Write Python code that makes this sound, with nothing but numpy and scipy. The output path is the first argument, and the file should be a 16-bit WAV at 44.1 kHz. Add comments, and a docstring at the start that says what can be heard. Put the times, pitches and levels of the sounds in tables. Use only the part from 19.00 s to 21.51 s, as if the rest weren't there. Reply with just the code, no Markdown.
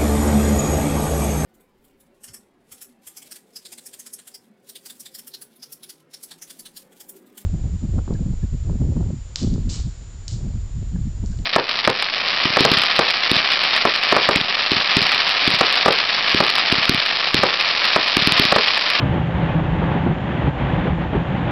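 """A propeller throbs and an engine growls in the cockpit of a small floatplane crossing a choppy lake.
Both are stacks of wavering partials. Spray and wash, made of shaped noise, rush along the floats in surges.
Short noise bursts slap the floats, and damped sines thud through the cabin.
Underneath lie the boom and rumble of the hull, an even hiss and two faint whines."""
import sys
import numpy as np
from scipy.fft import rfft, irfft, next_fast_len
from scipy.io import wavfile
from scipy.ndimage import uniform_filter1d, minimum_filter1d, map_coordinates

SR = 44100
rng = np.random.default_rng(int(sys.argv[2]) if len(sys.argv) > 2 else 0)


def generate_wav(signal):
    """Clip the signal to [-1, 1] and save it as 16-bit WAV at the path in sys.argv[1]."""
    frames = np.transpose(np.atleast_2d(signal))
    scaled = np.clip(frames, -1, 1) * 32767
    pcm = np.round(scaled).astype(np.int16)
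    wavfile.write(sys.argv[1], SR, pcm)


N = 110691  # length in samples

# Faint steady whines [f/Hz, level/dB]
WHINES = [(4388, -71.5), (6666, -82.5)]
# Hull boom and deep rumble over time, each before its trim [t/s, level/dB]
BOOM_LEVEL = [(0, -28), (.14, -23), (.32, -26), (.4, -22.5), (.56, -26), (.9, -23.5), (1.07, -25),
              (1.15, -33.5), (1.24, -26.5), (1.4, -26), (1.55, -31), (1.65, -30.5), (1.94, -24),
              (2.09, -33.5), (2.2, -23), (2.25, -37), (2.3, -23.5), (2.51, -26.5)]
RUMBLE_LEVEL = [(0, -27.5), (.1, -25), (.23, -29), (.29, -29.5), (.39, -31), (.57, -28.5), (.73, -23.5),
                (.95, -32), (1.05, -26), (1.2, -31), (1.38, -28.5), (1.56, -30), (1.66, -23), (1.79, -24),
                (1.86, -32.5), (2.02, -27), (2.23, -29), (2.38, -32.5), (2.51, -26)]
# Wave crests slapping the floats [t/s, splash level/dB, hollow body level/dB, length/s]
SLAPS = [(0.149, -31, -21, 0.026), (.592, -18.5, -27, 0.0079), (0.812, -22, -35, 0.027),
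         (0.912, -17.5, -22.5, 0.0079), (0.946, -26.5, -18.5, 0.023), (1.062, -15.5, -18.5, .014),
         (1.104, -23.5, -20.5, 0.011), (1.417, -22, -40, 0.012), (1.466, -21, -22.5, .016),
         (1.864, -24.5, -30, 0.022), (2.124, -21.5, -35, 0.023), (2.15, -27.5, -18, 0.017)]
# Heavier waves under the hull [t/s, f/Hz before detuning, ring level/dB, heave level/dB, length/s]
THUDS = [(.025, 140, -14.5, -38, 0.04), (.345, 149, -24, -17, 0.027), (.541, 157.3, -12, -23, 0.018),
         (1.064, 191, -14, -25, 0.013), (1.094, 155, -10, -27, 0.017), (1.437, 142, -24.5, -15.5, 0.036),
         (1.475, 152.3, -6.5, -22, .014), (1.597, 131.7, -17, -35, 0.041), (1.708, 157, -32, -17, 0.023),
         (1.733, 146, -13, -27, 0.013), (1.875, 147, -8.5, -41, 0.012), (1.899, 163.7, -19, -15.5, 0.03),
         (2.157, 142, -16.5, -14, .015)]
# Modes the hull rings with [multiple of the thud's f, level/dB against its ring level]
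HULL_MODES = [(1, 0.5), (1.3, -10.5), (1.9, -13.5)]
# Strength of the water rush, before the spray and wash trims [t/s, level/dB]
RUSH_LEVEL = [(0, -31), (.1, -32.5), (.16, -32.5), (.28, -35), (.45, -30.5), (.52, -31.5), (.59, -34),
              (.8, -32), (.96, -31), (1.0, -32.5), (1.08, -34), (1.14, -35), (1.21, -35), (1.33, -32.5),
              (1.47, -31.5), (1.52, -37.5), (1.56, -34.5), (1.62, -31.5), (1.76, -30.5), (1.87, -31),
              (1.97, -37), (2.02, -32), (2.1, -36.5), (2.15, -32), (2.23, -35), (2.38, -31.5),
              (2.43, -34.5), (2.51, -29)]
# Propeller throb and engine growl over time, each before its trim [t/s, level/dB]
PROPELLER_LEVEL = [(0, -30), (.12, -23.5), (.19, -19), (.265, -24), (.31, -26.5), (.41, -25.5), (.45, -19),
                   (.52, -21), (.615, -16), (.645, -24.5), (.69, -22.5), (.84, -18), (.895, -28),
                   (.95, -22.5), (1.02, -19), (1.06, -26.5), (1.18, -33), (1.39, -31.5), (1.68, -39),
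                   (1.8, -22.5), (1.86, -37.5), (1.97, -22), (2.09, -30), (2.26, -28.5), (2.32, -25.5),
                   (2.42, -22.5), (2.47, -18.5), (2.51, -38.5)]
ENGINE_LEVEL = [(0, -33.5), (.17, -31.5), (.24, -39), (.46, -37), (.56, -38), (.96, -31), (1.02, -36.5),
                (1.28, -34.5), (1.44, -30), (1.55, -39.5), (1.65, -30.5), (1.9, -31), (1.96, -43),
                (2.23, -36), (2.4, -29.5), (2.51, -37)]
# Partials of the propeller and of the crankshaft [multiple of the rate, relative level/dB]
BLADE_ORDERS = [(1, -15), (2, -4), (4, -16)]
CRANK_ORDERS = [(2, -0.5), (3, -1.5), (6, -1.5), (8, -4), (9, -8)]
# Noise colours of hull, slaps and water [f/Hz, relative level/dB per Hz]
BOOM_COLOUR = [(50, -53), (100, -6.5), (128, 3), (155, -0.5), (192, 1), (212, -7), (300, -24.5),
               (600, -65.5), (2000, -120)]
RUMBLE_COLOUR = [(15, -38), (30, -25.5), (45, -7.5), (58, -4), (68, -1.5), (76, -3), (87, -5), (105, -4.5),
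                 (200, -33), (1500, -120)]
SLAP_COLOUR = [(100, -18.5), (300, 2.5), (550, -4.5), (900, -3), (1300, -14), (3200, -27), (5000, -55.5),
               (7000, -120)]
BODY_COLOUR = [(100, -30), (230, 3.5), (320, 1), (430, -12.5), (800, -38), (3000, -120)]
SPRAY_COLOUR = [(200, -40.5), (700, -2.5), (1000, 1.5), (1400, -2.5), (1700, -1), (2300, -6.5), (3300, -10),
                (3700, -16.5), (4300, -27), (5000, -36.5), (5800, -45), (7000, -120)]
WASH_COLOUR = [(100, -9), (230, 2), (275, 4), (340, 1.5), (410, 0), (442, -7), (490, 0.5), (530, -0.5),
               (568, 0), (620, -2), (680, -6), (760, 0), (810, -3), (880, 1), (1000, -15.5), (1500, -55),
               (5000, -120)]

BLADE_HZ, CRANK_HZ = 82.5, 94.52  # centre rates, before they waver
PROPELLER_TRIM_DB, ENGINE_TRIM_DB = -1.5, -1.5
SPRAY_TRIM_DB, WASH_TRIM_DB, BOOM_TRIM_DB, RUMBLE_TRIM_DB = 1, 5, 1, -0.5
HISS_DB = -60  # before the low-pass
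ROUGH_PER_S = 40  # random level knots a second in each partial
SLAP_ATTACK_S, THUD_ATTACK_S = 0.0025, 0.0037
HEAVE_HZ = 70  # the whole cabin's deepest mode, before detuning
RING_SPREAD = 0.025  # random detuning of each mode, as a fraction
LIMIT_DB, LIMIT_HOLD_S = -6.8, 0.006
TOP_HZ = 7600  # low-pass corner


def amp(db):
    """Decibels to gain."""
    return 10 ** (np.asarray(db) / 20)


def unit(x):
    """Scale to rms 1."""
    return x / np.sqrt(np.mean(x ** 2) + 1e-20)


def level_curve(rows):
    """Straight lines between (time, level) points, one value per sample."""
    times, levels = np.transpose(rows)
    return np.interp(np.arange(N) / SR, times, levels)


def wobble(rate):
    """A smooth random curve with this many knots a second."""
    knots = rng.standard_normal(1024)
    return map_coordinates(knots, [np.arange(N) * rate / SR], mode="mirror")


def filtered(x, response):
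    """Multiply the spectrum of x by a response of frequency."""
    size = next_fast_len(N + SR // 2)  # padded so the tail does not wrap round
    hz = np.fft.rfftfreq(size, 1 / SR)
    return irfft(rfft(x, size) * response(hz), size)[:N]


def coloured(x, spectrum):
    """Shape x by spectrum points joined on a log frequency axis, at rms 1."""
    f, db = np.transpose(spectrum)
    return unit(filtered(x, lambda hz: amp(np.interp(np.log(hz + 1), np.log(f + 1), db))))


def splashes(spectrum, clump_db, rate):
    """Coloured noise whose level wobbles first, so that it gathers in clumps."""
    clumped = rng.standard_normal(N) * amp(clump_db * wobble(rate))
    return coloured(clumped, spectrum)


def steadied(x, window_s):
    """Noise with its slow chance swells evened out by its own smoothed power."""
    size = max(int(window_s * SR), 2)
    power = uniform_filter1d(uniform_filter1d(x ** 2, size), size // 2)
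    return unit(x / np.sqrt(np.abs(power) + 1e-9))


def blow(start, length, attack):
    """Time since a blow, and its envelope: a quick rise, then a fall as the water damps it."""
    t = np.maximum(np.arange(N) / SR - start, 0)
    rise = 1 - np.exp(-t / attack)
    fall = np.exp(-(t / length) ** 2 / 2)
    return t, rise * fall


def partials(rate_hz, orders, wander, rough_db):
    """Sine multiples of a wavering rate, each fluttering in level, at rms 1 together."""
    wavering_hz = rate_hz * (1 + wander * wobble(rate=20))
    phase = 2 * np.pi * np.cumsum(wavering_hz) / SR
    total = np.zeros(N)
    for order, db in orders:
        flutter_db = rough_db * wobble(ROUGH_PER_S)
        tone = np.sin(round(order) * phase + rng.uniform(0, 2 * np.pi))
        total += amp(db + flutter_db) * tone
    return unit(total)


def hiss():
    """White noise makes a thin even hiss, with steady sines for the faint whines."""
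    t = np.arange(N) / SR
    whines = sum(amp(db) * np.sin(2 * np.pi * hz * t) for hz, db in WHINES)
    return amp(HISS_DB) * rng.standard_normal(N) + whines


def hull():
    """The cabin booms and rumbles as the floats ride the chop: two bands of low noise."""
    boom = steadied(splashes(BOOM_COLOUR, clump_db=2.0, rate=65), window_s=0.09)
    rumble = steadied(splashes(RUMBLE_COLOUR, clump_db=-2.5, rate=37), window_s=0.075)
    boom_gain = amp(BOOM_TRIM_DB + level_curve(BOOM_LEVEL))
    rumble_gain = amp(RUMBLE_TRIM_DB + level_curve(RUMBLE_LEVEL))
    return boom_gain * boom + rumble_gain * rumble


def slaps():
    """Wave crests slap the floats: each blow opens a bright splash and a hollow body of noise."""
    splash_gain, body_gain = np.zeros((2, N))
    for start, splash_db, body_db, length in SLAPS:
        _, envelope = blow(start, length, SLAP_ATTACK_S)
        splash_gain += amp(splash_db) * envelope
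        body_gain += amp(body_db) * envelope
    splash = steadied(coloured(rng.standard_normal(N), SLAP_COLOUR), window_s=0.025)
    body = steadied(coloured(rng.standard_normal(N), BODY_COLOUR), window_s=0.025)
    return splash_gain * splash + body_gain * body


def mode(hz, t):
    """One sine mode, detuned a little at random for each blow."""
    return np.sin(2 * np.pi * hz * rng.normal(1, RING_SPREAD) * t)


def thuds():
    """Heavier waves ring the hull's modes and heave the whole cabin at its deepest one."""
    thud = np.zeros(N)
    for start, hz, ring_db, heave_db, length in THUDS:
        t, envelope = blow(start, length, THUD_ATTACK_S)
        ring = sum(amp(db) * mode(hz * ratio, t) for ratio, db in HULL_MODES)
        heave = mode(HEAVE_HZ, t)
        thud += envelope * (amp(ring_db) * ring + amp(heave_db) * heave)
    return thud


def water():
    """Bright spray and a hollow wash along the floats: two noises that surge together."""
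    rush_db = level_curve(RUSH_LEVEL)
    spray = splashes(SPRAY_COLOUR, clump_db=0.92, rate=270)
    wash = steadied(splashes(WASH_COLOUR, clump_db=1.5, rate=70), window_s=0.18)
    return amp(rush_db + SPRAY_TRIM_DB) * spray + amp(rush_db + WASH_TRIM_DB) * wash


def engine():
    """The engine growls on multiples of the crankshaft's rate."""
    growl = partials(CRANK_HZ, CRANK_ORDERS, wander=0.02, rough_db=4.5)
    return amp(ENGINE_TRIM_DB + level_curve(ENGINE_LEVEL)) * growl


def propeller():
    """The propeller throbs at its blade rate and multiples of it."""
    throb = partials(BLADE_HZ, BLADE_ORDERS, wander=0.017, rough_db=2.5)
    return amp(PROPELLER_TRIM_DB + level_curve(PROPELLER_LEVEL)) * throb


def scene():
    """Everything as it reaches the cockpit, in one channel."""
    mix = propeller() + engine() + water() + hull() + thuds() + slaps() + hiss()
    return mix[None]


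def record(dry):
    """A limiter holds the peaks down, then a very steep low-pass closes the top."""
    hold = max(int(LIMIT_HOLD_S * SR), 1)
    needed_gain = np.minimum(1, amp(LIMIT_DB) / (np.abs(dry[0]) + 1e-9))
    smooth_gain = uniform_filter1d(minimum_filter1d(needed_gain, hold), hold)
    limited = dry[0] * smooth_gain
    return filtered(limited, lambda hz: 1 / np.sqrt(1 + (hz / TOP_HZ) ** 80))[None]


dry = scene()
out = record(dry)
generate_wav(out)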